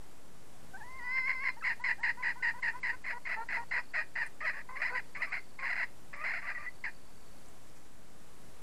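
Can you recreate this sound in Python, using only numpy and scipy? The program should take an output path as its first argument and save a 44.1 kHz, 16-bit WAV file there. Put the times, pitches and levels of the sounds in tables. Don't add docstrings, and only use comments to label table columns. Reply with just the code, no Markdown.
import sys
import numpy as np
from scipy import signal
from scipy.fft import rfft, irfft, next_fast_len
from scipy.io import wavfile
from scipy.ndimage import uniform_filter1d, map_coordinates

SR = 44100
rng = np.random.default_rng(int(sys.argv[2]) if len(sys.argv) > 2 else 0)


def ratio_of_db(decibels):
    return 10 ** (np.asarray(decibels, float) / 20)


def put_to_file(sound):
    columns = np.atleast_2d(sound).T
    safe = np.clip(columns, -1, 1)
    whole_steps = np.round(safe * 32767)
    wavfile.write(sys.argv[1], SR, whole_steps.astype(np.int16))


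N = 380141
TIME = np.arange(N) / SR


def along(points, hz):
    point_hz, value = np.transpose(points)
    return np.interp(np.log(hz + 1), np.log(point_hz + 1), value)


def curve(points):
    return np.interp(TIME, *np.transpose(points))


def unit(x):
    return x / np.sqrt(np.mean(x ** 2) + 1e-20)


def filtered(x, response):
    size = next_fast_len(N + SR // 2)
    spectrum = rfft(x, size) * response(np.fft.rfftfreq(size, 1 / SR))
    return irfft(spectrum, size)[..., :N]


def resonances(table):
    def ring(f, hz, width):
        return 1j * f * width / (hz * hz - f * f + 1j * f * width)

    def response(f):
        return sum((-1) ** k * ratio_of_db(db) * ring(f, hz, width) ** 2 for k, (hz, width, db) in enumerate(table))
    return response


def wobble(rate):
    return map_coordinates(rng.standard_normal(int(N * rate / SR) + 4), [TIME * rate])


def turns(hz):
    return 2 * np.pi * np.cumsum(hz) / SR


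def played(calls, edge_s):
    calls = sorted(calls, key=lambda call: call[0][0])
    s, *columns = np.transpose(np.concatenate(calls))
    s = np.minimum.accumulate(s[::-1])[::-1]
    gate = np.zeros(N)
    for call in calls:
        gate[round(call[0][0] * SR):round(call[-1][0] * SR) + 40] = 1
    gate = uniform_filter1d(gate, int(edge_s * SR) + 1)
    return gate, [np.interp(TIME, s, column) for column in columns]


# start_s, hoarseness (0 to 1)
VOICE_WEAR = [(1, .15), (2.9, .4), (3.1, .8), (4.3, .8), (4.5, 1), (7, 1)]


def hoarseness():
    return curve(VOICE_WEAR)


# start_s, swell_s, fall_s, onset_db, top_db
STEADY_CLUCKS = [(1.165, .018, 0.013, -49, -39.5), (1.275, .025, 0.056, -42, -36),
                 (1.435, 0.052, 0.016, -43.5, -34.5), (1.639, .072, .036, -34.5, -35.5),
                 (1.838, 0.073, 0.035, -36.5, -34), (2.032, 0.069, 0.022, -34, -35.5),
                 (2.225, 0.076, 0.031, -38.5, -35), (2.425, 0.071, 0.026, -36, -35),
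                 (2.624, .064, 0.037, -39, -35.5), (2.831, 0.069, 0.036, -37.5, -36.5),
                 (2.932, .015, .015, -52, -61), (3.041, 0.069, 0.038, -46, -38),
                 (3.252, .022, .01, -45.5, -40), (3.288, 0.039, 0.048, -41.5, -35.5),
                 (3.487, .078, 0.036, -41, -36.5), (3.711, 0.072, .028, -39.5, -34.5),
                 (3.937, 0.058, .048, -38.5, -34.5), (4.155, 0.075, .015, -38.5, -36),
                 (4.245, .022, .02, -47, -49.5)]
# start_s, swell_s, fall_s, onset_db,
# top_db
TIRED_CALLS = [(4.405, .035, 0.0081, -44, -47), (4.449, 0.036, 0.049, -37.5, -34.5),
               (4.53, 0.073, 0.022, -49.5, -47), (4.757, .012, .012, -46, -41),
               (4.782, .025, 0.0057, -62, -44), (4.816, 0.058, .05, -35, -37.5),
               (4.948, .036, .022, -37.5, -38), (5.15, 0.013, 0.02, -42, -43),
               (5.181, .03, .003, -68, -55), (5.218, .018, .036, -34.5, -35),
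               (5.27, .046, .003, -54, -60), (5.32, .03, .06, -38, -38.5),
               (5.587, 0.0081, .014, -45, -42.5), (5.61, .045, .001, -49.5, -37),
               (5.657, .075, .022, -38, -37.5), (5.755, .012, .008, -38.5, -40),
               (5.776, 0.057, .022, -38.5, -37), (6.131, 0.0059, .012, -47, -44),
               (6.15, 0.072, .006, -56, -50), (6.239, 0.084, .011, -38.5, -39),
               (6.335, 0.053, 0.028, -39.5, -43.5), (6.415, 0.088, 0.039, -52, -39.5),
               (6.542, 0.12, 0.031, -55, -52),
               (6.839, .014, .008, -41.5, -37),
    (6.862, 0.019, .025, -41, -44),
]
# start_s, pitch_hz
POSTURE_PITCH = [(1.2, 2083), (2.5, 1950), (3.25, 2058), (3.9, 1912), (4.6, 1950), (5.3, 2098), (5.7, 2008),
                 (6.84, 2059), (6.86, 1820)]


def cluck_calls():
    calls = []
    for s, swell, fall, onset_db, top_db in STEADY_CLUCKS + TIRED_CALLS:
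        start_hz = np.interp(s, *np.transpose(POSTURE_PITCH))
        low_hz = start_hz - min(1000 * swell, 90)
        loss_db = min(803 * fall, 24.5)
        top_s = s + swell
        calls.append([
            (s, onset_db, start_hz),
            (top_s, top_db, low_hz),
            (top_s + 0.5 * fall, top_db - 0.28 * loss_db, low_hz),
            (top_s + fall, top_db - loss_db, low_hz + 40.02),
        ])
    return calls


BEAK_OPENING_HZ = [1790, 1930, 2078]
# pitch_hz, width_hz, level_db
WINDPIPE_RING = [(696, 410, -8), (960, 730, -9.5), (1281, 110, -3), (1533, 350, 4)]
# pitch_hz, width_hz, level_db
HEAD_RING = [(2410, 57, 1), (2490, 63, -32), (4136, 77, -18.5), (4800, 240, -28.5), (5107, 48, -21),
             (7440, 2050, -32.5)]


def clucks():
    gate, (db, throat_hz) = played(cluck_calls(), edge_s=.004)
    hoarse = hoarseness()
    cycles = np.where((hoarse > .6) & (wobble(90) > .1), 3, 2)
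    wander = (.055 + .03 * hoarse) * wobble(330) + .03 * wobble(40)
    slap_rate = throat_hz / cycles * (1 + wander)
    at = np.flatnonzero(np.diff(np.floor(np.cumsum(slap_rate) / SR)))
    slaps = np.zeros(N)
    slaps[at] = np.sqrt(cycles[at]) * (1 + .75 * rng.uniform(-1, 1, N)[at])
    slaps = gate * (slaps - slaps.mean()) * ratio_of_db(0.34 * wobble(120))

    def level_match(response):
        return 1 / np.sqrt(np.mean(filtered(slaps, response) ** 2) / np.mean(gate ** 2))
    throat_gain = level_match(resonances([(1950, 505, 0.021)]))
    windpipe = resonances(WINDPIPE_RING)
    windpipe_db = db - 0.12 * (db + 27) - 11.5
    head_db = db + 0.19 * (db + 23.5)
    voice = filtered(slaps * ratio_of_db(windpipe_db), windpipe) * level_match(windpipe)
    voice += filtered(slaps * ratio_of_db(head_db), resonances(HEAD_RING)) * throat_gain
    for k, hz in enumerate(BEAK_OPENING_HZ):
        share = np.interp(throat_hz, sorted(BEAK_OPENING_HZ), np.arange(len(BEAK_OPENING_HZ)) == k)
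        voice += filtered(slaps * share * ratio_of_db(db + 1.02), resonances([(hz, 600, 0)])) * throat_gain
    return voice


def pushed(points, doubling_db):
    return [(s, hz / 2, -55.5 + 0.29 * (db + 48.5), db + doubling_db, db) for s, hz, db in points]


# start_s, octave pitch_hz, level_db
OPENING_WHISTLE = [(0.735, 1528, -66), (0.745, 1521, -50), (0.763, 1546, -48.5), (0.791, 2014, -73.5),
                   (0.817, 1670, -49), (0.845, 1940, -58.5), (0.983, 2137, -52.5), (1.0, 1947, -46)]
# start_s, octave pitch_hz, level_db
LOUD_WAIL = [
    [(1.0, 1930, -54), (1.028, 1944, -45.5), (1.176, 2085, -33.5), (1.232, 2038, -40.5),
     (1.254, 2090, -36.5), (1.27, 2182, -39), (1.285, 2202, -41)],
    [(1.286, 2094, -35.5), (1.31, 2018, -34.5), (1.32, 2172, -44), (1.394, 2011, -43), (1.44, 2232, -40.5),
     (1.498, 2025, -38), (1.51, 2110, -46)],
]


def whistle_and_wail():
    return [pushed(OPENING_WHISTLE, -23)] + [pushed(push, -15) for push in LOUD_WAIL]


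def sung(row, turn_share, bends, swells_db, octave_db=-5.5):
    s, length, hz, db, doubling_db = row
    points = []
    for share, bend, rel_db in zip((0, turn_share, 1), bends, swells_db):
        level_db = db + rel_db
        points.append((s + share * length, hz * (1 + bend), level_db, level_db + doubling_db, level_db + octave_db))
    return points


# start_s, length_s, pitch_hz, level_db, doubling_db (half-way partial)
LINKING_NOTES = [(1.567, 0.032, 944, -58, -15), (1.624, .015, 1312, -46.5, -5),
                 (1.798, 0.037, 980, -53, -10), (2.002, 0.039, 960, -51, -17), (2.172, .055, 1006, -52, -9),
                 (2.357, 0.0398, 982, -53, -8), (2.538, .035, 977, -51.5, -12),
                 (2.574, .025, 1016, -51.5, -5), (2.733, .06, 1000, -51.5, -8),
                 (4.412, .05, 1271, -50, 1.5), (4.54, .05, 1130, -59, -4)]


def linking_notes():
    return [sung(row, .4, (-.09, 0, .01), (-1.5, 0, -2.5)) for row in LINKING_NOTES]


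# start_s, length_s, pitch_hz, level_db, doubling_db
HELD_NOTES = [(2.91, .045, 993, -55.5, -1.5), (3.125, 0.057, 960, -50, -13), (3.362, .078, 902, -48, -9),
              (3.57, 0.069, 934.4, -49, -12.5), (3.75, .065, 969, -50.5, -10),
              (4.69, .075, 1022, -51, -8.5), (4.9, .07, 1001, -48.5, -6.5),
              (5.59, 0.061, 1071, -52.5, -6.5), (6.42, 0.14, 1190, -56.5, -11),
              (6.58, 0.078, 1192, -56, -9.5)]


def held_notes():
    return [sung(row, .3, (-.03, 0, .015), (-1.5, 0, -1.5)) for row in HELD_NOTES]


# start_s, length_s, pitch_hz, level_db, doubling_db
CLIMBING_NOTES = [(1.982, 0.0158, 811, -56, -23), (3.27, 0.028, 1240, -54, -10),
                  (4.77, 0.051, 1161, -54.5, -4), (5.165, 0.051, 1164, -52.5, -6.5),
                  (5.27, .06, 1167, -56, -8), (6.13, .12, 1170, -56, -6)]


def climbing_notes():
    return [sung(row, .6, (-.03, 0, .1), (-1.5, 0, 6), octave_db=-2.5) for row in CLIMBING_NOTES]


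# start_s, length_s, from pitch_hz, to pitch_hz, level_db
PIP_NOTES = [
    (1.609, 0.01884, 1834, 1360, -52),
    (2.4, 0.02063, 1480, 1520, -53),
    (6.549, 0.033, 1985, 1890, -40.5),
    (6.663, 0.029, 1925, 2023, -41),
]


def pips():
    calls = []
    for s, length, from_hz, to_hz, db in PIP_NOTES:
        calls.append([(s + u * length, from_hz + u * (to_hz - from_hz), db - 2.5 * abs(2 * u - 1) ** 2)
                      for u in (0, .25, .5, .75, 1)])
    gate, (hz, db) = played(calls, edge_s=0.0041)
    return gate * ratio_of_db(db) * np.sin(turns(hz))


# start_s, rate in beats per s
MEMBRANE_BEAT = [(1.01, 97), (1.116, 88.6), (1.17, 87)]


def beating():
    s, rate = np.transpose(MEMBRANE_BEAT)
    lasting = (TIME > s[0]) * (TIME < s[-1])
    return 1 + 0.48 * lasting * np.sin(turns(np.interp(TIME, s, rate)))


# multiple of the pitch, level_db below the octave
WHOLE_PARTIALS = [(3, -23.5), (4, -32.5), (5, -32)]
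# multiple of the pitch, level_db below the doubling partial
HALF_PARTIALS = [(2.5, -11.5), (4.5, -22)]


def clear_notes():
    calls = whistle_and_wail() + linking_notes() + held_notes() + climbing_notes()
    gate, (hz, db, half_db, octave_db) = played(calls, edge_s=0.0028)
    turn = turns(hz * (1 + 0.0055 * wobble(150) + 0.0081 * wobble(40)))
    hoarse = hoarseness()
    breaks_db = 2.3 * (TIME > 1.52) * wobble(45)
    half_db = half_db + 2.5 * (TIME > 1.2) * wobble(35)
    shake_db = 2.96 * (TIME > 1.2) * (TIME < 1.52) * wobble(70.1)

    def partial(level_db, multiple):
        flutter = ratio_of_db((1 + .8 * (TIME > 1.27)) * wobble(110) + breaks_db) + .5 * hoarse * wobble(500)
        return ratio_of_db(level_db) * np.sin(multiple * turn) * flutter
    tone = beating() * partial(db + shake_db, 1) + partial(octave_db, 2)
    tone += partial(half_db, 1.5)
    tone += hoarse * partial(half_db - 7.5, .5)
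    for multiple, rel_db in WHOLE_PARTIALS:
        tone += partial(octave_db + rel_db, multiple)
    for multiple, rel_db in HALF_PARTIALS:
        tone += partial(half_db + rel_db, multiple)
    return np.sqrt(2) * (gate * tone + pips())


# pitch_hz, level_db
BEAK_COLOUR = [(300, -23), (420, 5), (2750, 1), (3100, -13), (3400, -8), (3850, -10), (4050, 5),
               (5250, 7.5), (5500, -3), (9000, -8)]


def hen():
    return filtered(clear_notes() + clucks(), lambda hz: ratio_of_db(along(BEAK_COLOUR, hz)))


# start_s, chirp number, level_db
CRICKET_SONG = [(.756, 0, -90), (.862, 2, -67), (1.024, 5, -66), (1.591, 16, -63.5), (2.87, 41, -79),
                (3.885, 61, -62), (4.037, 64, -65), (4.29, 69, -84), (4.69, 77, -74), (5.386, 91, -60.5),
                (5.587, 95, -66), (5.79, 99, -97), (6.58, 114, -62.5), (6.788, 118, -64.5),
                (7.257, 127, -64.5), (7.414, 130, -66), (7.47, 131, -100)]


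def cricket():
    s, number, db = np.transpose(CRICKET_SONG)
    stroke = 3.2 * (np.interp(TIME, s, np.round(number)) % 1)
    swell = np.sin(np.pi * np.clip(1.4 * (stroke % 1), 0, 1)) ** 2 * (stroke < 2)
    swell = swell * ratio_of_db(np.floor(stroke) + wobble(45))
    hz = 4680 - 420 * (stroke % 1) + 40 * wobble(40)
    return ratio_of_db(np.interp(TIME, s, db, -150, -150) + 1) * swell * np.sin(turns(hz))


# start_s, peak level_db, pitch_hz
LEAF_TICKS = [
    (4.2652, -37, 9000),
    (4.273, -40, 8600),
    (7.4594, -46, 6100),
    (7.4844, -42, 7560),
    (7.6194, -58, 7610),
    (7.6987, -51, 5290),
    (7.8126, -53, 4300),
    (7.9194, -50, 7850),
]


def ticks():
    out = np.zeros(N)
    t = np.arange(SR // 50) / SR
    for s, db, hz in LEAF_TICKS:
        rough = uniform_filter1d(rng.standard_normal(len(t)) + 0.26, size=20)
        snap = np.sin(2 * np.pi * hz * t) * rough
        fade = ratio_of_db(db + 5 - 60 * t / 0.012)
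        out[round(s * SR):][:len(t)] += fade * (1 - np.exp(-t / 0.00056)) * snap
    return out


# start_s, level_db
LEAF_RUSTLE = [
    (7.002, -86),
    (7.46, -73),
    (7.55, -81),
    (7.7, -70),
    (7.95, -76),
    (8.2, -81),
    (8.6, -85),
]


def rustle():
    s, db = np.transpose(LEAF_RUSTLE)
    litter = resonances([(2000, 1000, -1.5), (6600, 4800, -7.5)])
    noise = unit(filtered(rng.standard_normal(N), litter))
    return ratio_of_db(np.interp(TIME, s, db, left=-150) + 5.2 * wobble(30)) * noise


# pitch_hz, time to fall 60 dB in s
TREE_TAIL = [(500, 0.16), (2000, 0.21), (6000, 0.61)]


def trees(x):
    hz, t, z = signal.stft(rng.standard_normal(SR // 2), SR, nperseg=256)
    fading = z * ratio_of_db(-60 * t / along(TREE_TAIL, hz)[:, None])
    tail = signal.istft(fading, SR, nperseg=256)[1]
    return signal.fftconvolve(np.pad(x, (300, 0)), tail / np.linalg.norm(tail))[:N]


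def whine():
    hz = 7063 + 110.4 * np.arange(-1, 9)[:, None]
    level = ratio_of_db(-86.5 + 1.5 * rng.standard_normal((len(hz), 1)))
    return (level * np.sin(2 * np.pi * (hz * TIME + rng.random((len(hz), 1))))).sum(0)


# pitch_hz, level_db per Hz
HISS_COLOUR = [(15, -4), (25, -11.5), (33, -13), (69, -17), (104, -19), (139, -16.5), (419, -22),
               (1040, -26.5), (1130, -27.5), (1690, -30.5), (3130, -36), (4560, -37), (8930, -37.5),
               (12000, -40.5), (15300, -52.5)]


def hiss():
    air = unit(filtered(rng.standard_normal(N), lambda hz: ratio_of_db(along(HISS_COLOUR, hz)) * (hz > 20)))
    return ratio_of_db(-58 + 0.74 * wobble(2.814)) * air


def scene():
    near = hen() + cricket()
    return (near + ratio_of_db(-15.5) * trees(near) + ticks() + rustle() + whine() + hiss())[None]


DULL_STEPS = [56, 57, 62, 63, 69, 75, 81, 87, 88, 94, 101, 108, 115, 122, 129, 137, 160, 165, 174, 191, 213]


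def dull_moments():
    dull = np.zeros(N)
    for step in DULL_STEPS:
        start_s = .02 + .032 * step
        length_s = .032 + (.003 if step + 1 in DULL_STEPS else -.003)
        dull[(TIME > start_s) & (TIME < start_s + length_s)] = 1
    return uniform_filter1d(dull, size=60)


def band_limit(x):
    return signal.sosfilt(signal.butter(12, 15420, fs=SR, output="sos"), x)


def record(dry):
    top = filtered(dry, lambda hz: hz > 8850)
    kept = filtered(dry - dull_moments() * top, lambda hz: hz < 15480)
    mix = kept - .011
    return band_limit(mix)


dry = scene()
out = record(dry)
put_to_file(out)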